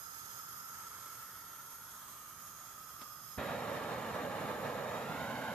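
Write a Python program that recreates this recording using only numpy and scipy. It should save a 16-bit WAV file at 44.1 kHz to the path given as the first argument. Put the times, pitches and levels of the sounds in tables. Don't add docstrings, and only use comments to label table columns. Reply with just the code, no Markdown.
import sys
import numpy as np
from scipy import signal
from scipy.fft import rfft, irfft
from scipy.io import wavfile
from scipy.ndimage import uniform_filter1d, map_coordinates

SR = 44100
rng = np.random.default_rng(int(sys.argv[2]) if len(sys.argv) > 2 else 0)


def generate_wav(sig):
    pcm = np.round(np.clip(np.atleast_2d(sig).T, -1, 1) * 32767).astype(np.int16)
    wavfile.write(sys.argv[1], SR, pcm)


N = 244314

IGNITE_S, CATCH_S = 3.373, .013


# pitch_hz, level_db (per Hz); then its loudness in dB
OUTDOORS_COLOUR, OUTDOORS_DB = [(20, -28), (50, -23), (100, 6), (160, -1), (260, -6.5), (420, -9),
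                                (700, -9.5), (2000, -19.5), (8000, -41)], -65.5
# pitch_hz, same
AIR_SAME = [(60, 1), (300, 0.6), (1400, 0.85), (3000, 0.2), (6000, 0.048), (14000, .05)]
# start_s, level_db, rise_s, decay_s
STRIKES = [(2.984, -58.5, .008, .02), (3.010, -48.7, .007, .014)]
# pitch_hz, level_db (per Hz)
STRIKE_COLOUR = [(20, -10), (60, 0), (200, 8), (600, 3), (1200, 7), (1800, 2), (4500, 2), (7000, -8),
                 (14000, -13)]
# start_s, level_db, rise_s, decay_s
THUMP = (IGNITE_S, -42, .007, .038)
# pitch_hz, level_db (per Hz)
THUMP_COLOUR = [(20, -32), (45, -18), (90, 2.5), (160, 4), (400, -3), (1500, -48)]
# time_s, pitch_hz, level_db (before a lift), balance_db
WHISTLE = [(0, 1317, -56, -7), (.3, 1310, -56, -3), (.46, 1315, -52.5, 0), (1.2, 1324, -56.5, -0.5),
           (1.88, 1354, -59, 2), (2.08, 1250, -60.5, 0), (2.4, 1274, -57.5, -2), (2.7, 1284, -57, -1),
           (3.1, 1243, -56, -3.5), (3.35, 1243, -58.5, -4)]
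# multiple of its pitch, level_db
WHISTLE_COLOUR = [(.4, -45), (.7, -36), (.8, -18.5), (.91, -11), (.96, -3), (1, 4), (1.04, -3.5),
                  (1.11, -15), (1.35, -20), (2, -42)]
# time_s, level_db (before a lift), balance_db (before scaling)
JET = [(0, -52, -9), (.6, -52.5, -10), (1.3, -53, -6), (1.95, -53.5, -5.5), (2.65, -55.5, -8),
       (3.35, -54.5, -9), (4.2, -55.6, -4.5), (5.54, -56, -9)]
# pitch_hz, level_db (per Hz)
HISS_COLOUR = [(300, -6), (700, -1.5), (1000, 9), (1700, 4.5), (2500, -2), (3000, -3), (4300, -1.5),
               (5800, 1), (7400, 0), (8500, -1), (10600, 1), (12500, 5.5), (14400, 0.5)]
# unlit_hz, lit_hz, width_hz (before narrowing), unlit_db, lit_db
BARREL = [(3260, 3700, 270, 2, -3), (5160, 5330, 240, 8.5, 7.5), (6530, 6930, 293, 13, 11),
          (8160, 8080, 260, 5, -17), (9900, 9400, 300, 2, 2), (11700, 11600, 360, 12, 8.5),
          (13170, 13500, 570, 8, 4)]
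# time_s, change_db
SIZZLE = [(0, 4), (.2, -2), (.36, -4), (.48, 1.5), (.75, 1.5), (1.05, 1), (1.25, 1), (1.45, 1), (1.85, 5),
          (2.08, -3), (2.3, 1.5), (2.6, -4.5), (2.95, 2), (3.1, 2), (3.3, 3), (3.42, 2)]
# pitch_hz, level_db (per Hz)
ROAR_COLOUR = [(25, -49), (55, -61), (110, -9.5), (180, -5), (270, 1), (380, -8), (490, -0.8), (620, -1.1),
               (780, -4.5), (1020, -5), (1450, -7.5), (2100, -15), (3300, -23), (4150, -25.5),
               (4450, -27.5), (9000, -37.5)]
# pitch_hz, same
ROAR_SAME = [(60, 1), (600, 0.97), (1400, 0.98), (3000, 0.69), (7000, 0.32)]
# pitch_hz, width_hz, change_db
PEAKS_AND_DIPS = [(2400, 68, -2), (2990, 84, -1.5), (3550, 130, 1), (3780, 67, 4)]
# pitch_hz, change_db; then its decay in seconds
RUSH, RUSH_S = [(1400, 0), (2100, 3), (4100, 2.5), (4600, -1.5)], .3
# time_s, pitch_hz, height_db
HOLLOW = [(3.4, 1260, .5), (4.95, 1270, .8), (5.13, 1375, 3), (5.3, 1475, 4.2), (5.54, 1510, 4.2)]
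# left_lag_ms, right_lag_ms, gain, shift_ms per ms of change in the slab's lag
ECHOES = [(.47, 0.29, 0.18, 0.043), (1.21, 1.036, 0.18, 0.15), (1.3, 0.9, 0.14, 0.85),
          (2.25, 2.37, 0.089, 0.86), (2.34, 1.84, 0.13, 1.37), (2.458, 2.13, .21, 0.66),
          (3.69, 3.58, 0.083, 0), (5.12, 5, 0.04, 0), (4.42, 6.6, 0.044, 0.11)]
# time_s, lag_ms
SLAB = [(0, 2.4), (1.75, 2.2), (2.05, 1.85), (2.6, 1.48), (3.4, 1.59), (3.65, 1.66), (4.45, 1.71),
        (4.85, 1.68), (5.08, 1.52), (5.22, 1.32), (5.54, 1.31)]
# time_s, left_ear_lag_ms
BEARING = [(0, 0.21), (.75, 0.12), (1.3, -0.014), (2.7, 0.0025), (3.7, -0.05)]

TIME = np.arange(N) / SR
FRAME_S = np.arange(N // 256 + 5)[:, None] * 256 / SR
BIN_HZ = np.fft.rfftfreq(1024, 1 / SR)

EDGE_HZ = 14600
STEADY = .15
SIZZLE_HZ, SIZZLE_WIDTH_HZ = 11500, 600
LIT_HISS_DB = -4
BEAM, BEAM_CENTRE_DB, BEAM_HZ, BEAM_WIDTH_HZ = 1.8, -8, 4930, 1300
FLAME_DB, FLARE_DB, FLARE_S = -40.5, 1, 0.64
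HOLLOW_WIDTH_HZ, HOLLOW_BELOW_HZ, HOLLOW_ABOVE_HZ = 105, 210, 390
SLAB_GAIN, SLAB_REST_MS, SLAB_FALLOFF = 0.31, 1.644, 0.54
BRIGHTEN, BRIGHTEN_BAND_HZ = 4.5, (580, 1900)


def amp(db):
    return 10 ** (np.asarray(db) / 20)


def unit(x):
    return x / np.sqrt(np.mean(x ** 2) + 1e-20)


def read(points, hz=BIN_HZ):
    point_hz, value = np.transpose(points)
    return np.interp(np.log(np.maximum(hz, 1e-3)), np.log(point_hz), value)


def follow(rows, t):
    s, *columns = np.transpose(rows)
    return [np.interp(t, s, column) for column in columns]


def pan(db):
    return amp(np.array([db, -db]).reshape(2, -1) / 2)


def bell(hz, width_hz):
    return np.exp(-((BIN_HZ - hz) / width_hz) ** 2)


def wander(rate_hz):
    hz = np.fft.rfftfreq(N, 1 / SR)
    return unit(irfft(rfft(rng.standard_normal(N)) / (1 + (hz / rate_hz) ** 2), N))


def patches(seconds, width_hz):
    field = rng.standard_normal((len(FRAME_S), len(BIN_HZ)))
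    along = np.fft.fftfreq(len(FRAME_S), FRAME_S[1, 0])[:, None] * seconds
    across = np.fft.fftfreq(len(BIN_HZ), BIN_HZ[1]) * width_hz
    smoothing = np.exp(-2 * (along ** 2 + across ** 2))
    return unit(np.fft.ifft2(np.fft.fft2(field) * smoothing).real)


def noise(shape, likeness):
    a, b, c, d = rng.standard_normal((4, len(FRAME_S), len(BIN_HZ)))
    same = np.clip(read(likeness), -1, 1)
    left = a + 1j * b
    right = same * left + np.sqrt(1 - same ** 2) * (c + 1j * d)
    slices = np.array([left, right])
    slices *= shape / np.linalg.norm(shape, axis=-1, keepdims=True)
    sound = signal.istft(slices.swapaxes(1, 2), nperseg=1024, noverlap=768)[1]
    return unit(sound[:, :N])


def puff(event, colour, likeness, side_db):
    s, db, rise, decay = event
    age = np.maximum(TIME - s, 0)
    envelope = np.minimum(age / rise, 1) * np.exp(-np.maximum(age - rise, 0) / decay)
    return noise(amp(read(colour)), likeness) * envelope * amp(db) * pan(side_db)


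def lit(t):
    return np.clip((t - IGNITE_S) / CATCH_S, 0, 1)


def flare(t, seconds):
    return lit(t) * np.exp(-np.maximum(t - IGNITE_S, 0) / seconds)


def late(x, ms):
    return map_coordinates(x, [(TIME - ms / 1000) * SR], order=3)


def aimed(x):
    return np.array([late(x[0], follow(BEARING, TIME)[0]), x[1]])


def patio(x, wet_db, t60):
    t = np.arange(8192) / SR
    sparse = rng.standard_normal((2, len(t))) * (rng.random((2, len(t))) < .06)
    taps = sparse * (t > .006) * amp(-60 * t / t60)
    taps /= np.linalg.norm(taps, axis=1, keepdims=True)
    scatter = signal.fftconvolve(x, taps, axes=1)[:, :N]
    return (x + amp(wet_db) * scatter) / np.hypot(1, amp(wet_db))


def outdoor_rumble():
    return noise(amp(read(OUTDOORS_COLOUR)), AIR_SAME) * amp(OUTDOORS_DB) * pan(-5.5)


def lighter():
    return sum(puff(stroke, STRIKE_COLOUR, AIR_SAME, side_db=-2.5) for stroke in STRIKES)


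def ignition():
    return puff(THUMP, THUMP_COLOUR, ROAR_SAME, side_db=-5.0)


def whistle():
    pitch_hz = follow(WHISTLE, FRAME_S)[0]
    _, level_db, side_db = follow(WHISTLE, TIME)
    tone = noise(amp(read(WHISTLE_COLOUR, BIN_HZ / pitch_hz)), AIR_SAME)
    smoothed_power = uniform_filter1d((tone ** 2).mean(0), size=600)
    flutter = np.sqrt(abs(smoothed_power) + 1e-6)
    steadied = unit(tone / flutter ** STEADY)
    return steadied * (1 - lit(TIME)) * amp(level_db + 1.33) * pan(side_db)


def hiss_colour():
    burning = lit(FRAME_S)
    beam_db = BEAM * (BEAM_CENTRE_DB - follow(JET, FRAME_S)[1]) * (1 - burning)
    power = amp(read(HISS_COLOUR)) ** 2
    for cold_hz, lit_hz, width, cold_db, lit_db in BARREL:
        hz = cold_hz + (lit_hz - cold_hz) * burning
        ring_db = cold_db + (lit_db - cold_db) * burning
        ring_db = ring_db + beam_db * np.exp(-((hz - BEAM_HZ) / BEAM_WIDTH_HZ) ** 2)
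        resonance = 1 / (1 + ((BIN_HZ - hz) / (0.77 * width)) ** 2) ** 2
        power = power + amp(ring_db) ** 2 * resonance
    sizzle_db = follow(SIZZLE, FRAME_S)[0] * bell(SIZZLE_HZ, SIZZLE_WIDTH_HZ)
    sway_db = 1.5 * patches(seconds=.35, width_hz=350)
    return np.sqrt(power) * amp(sizzle_db) * amp(sway_db)


def jet():
    level_db, side_db = follow(JET, TIME)
    hiss = noise(hiss_colour(), AIR_SAME)
    hiss *= amp(level_db + LIT_HISS_DB * lit(TIME) + 2.5 + 0.62 * wander(rate_hz=14.0))
    low = signal.sosfiltfilt(signal.butter(2, 9000, fs=SR, output="sos"), hiss)
    top = hiss - low
    low = low + 0.15 * np.array([late(ear, follow(SLAB, TIME)[0]) for ear in low])
    return low * pan(0.5 * side_db) + top * pan(1.02 * side_db)


def roar_colour_db():
    octaves = np.log2(np.clip(BIN_HZ, *BRIGHTEN_BAND_HZ))
    tilt_db = BRIGHTEN * (SLAB_REST_MS - follow(SLAB, FRAME_S)[0]) * octaves
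    rush_db = read(RUSH) * flare(FRAME_S, RUSH_S)
    narrow_db = sum(db * bell(hz, width) for hz, width, db in PEAKS_AND_DIPS)
    hz, height_db = follow(HOLLOW, FRAME_S)
    valleys = bell(hz - HOLLOW_BELOW_HZ, HOLLOW_WIDTH_HZ) + bell(hz + HOLLOW_ABOVE_HZ, HOLLOW_WIDTH_HZ)
    hollow_db = height_db * (bell(hz, HOLLOW_WIDTH_HZ) - valleys)
    return read(ROAR_COLOUR) + tilt_db + rush_db + narrow_db + hollow_db


def flame():
    envelope = lit(TIME) * amp(FLAME_DB + FLARE_DB * flare(TIME, FLARE_S))
    slab_ms = follow(SLAB, TIME)[0]
    slab_gain = SLAB_GAIN * (SLAB_REST_MS / slab_ms) ** SLAB_FALLOFF
    moved_ms = slab_ms - SLAB_REST_MS
    roar = noise(amp(roar_colour_db()), ROAR_SAME) * amp(0.79 * wander(rate_hz=22))
    ears = []
    for ear, offset_ms in enumerate((.016, -.016)):
        slab = slab_gain * late(roar[ear], slab_ms + offset_ms)
        others = sum(gain * late(roar[ear], lag_ms[ear] + shift * moved_ms)
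                     for *lag_ms, gain, shift in ECHOES)
        ears.append(roar[ear] + slab + others)
    return patio(np.array(ears) * envelope * pan(-2.5), wet_db=-11.5, t60=0.098)


def scene():
    background = outdoor_rumble()
    strike = lighter() + ignition()
    gas = patio(aimed(jet() + whistle()), wet_db=-9.5, t60=0.073)
    return background + strike + gas + aimed(flame())


def record(dry):
    low_pass = signal.firwin(1023, EDGE_HZ, window=("kaiser", 9), fs=SR)
    return signal.oaconvolve(dry, low_pass[None], "same")


dry = scene()
out = record(dry)
generate_wav(out)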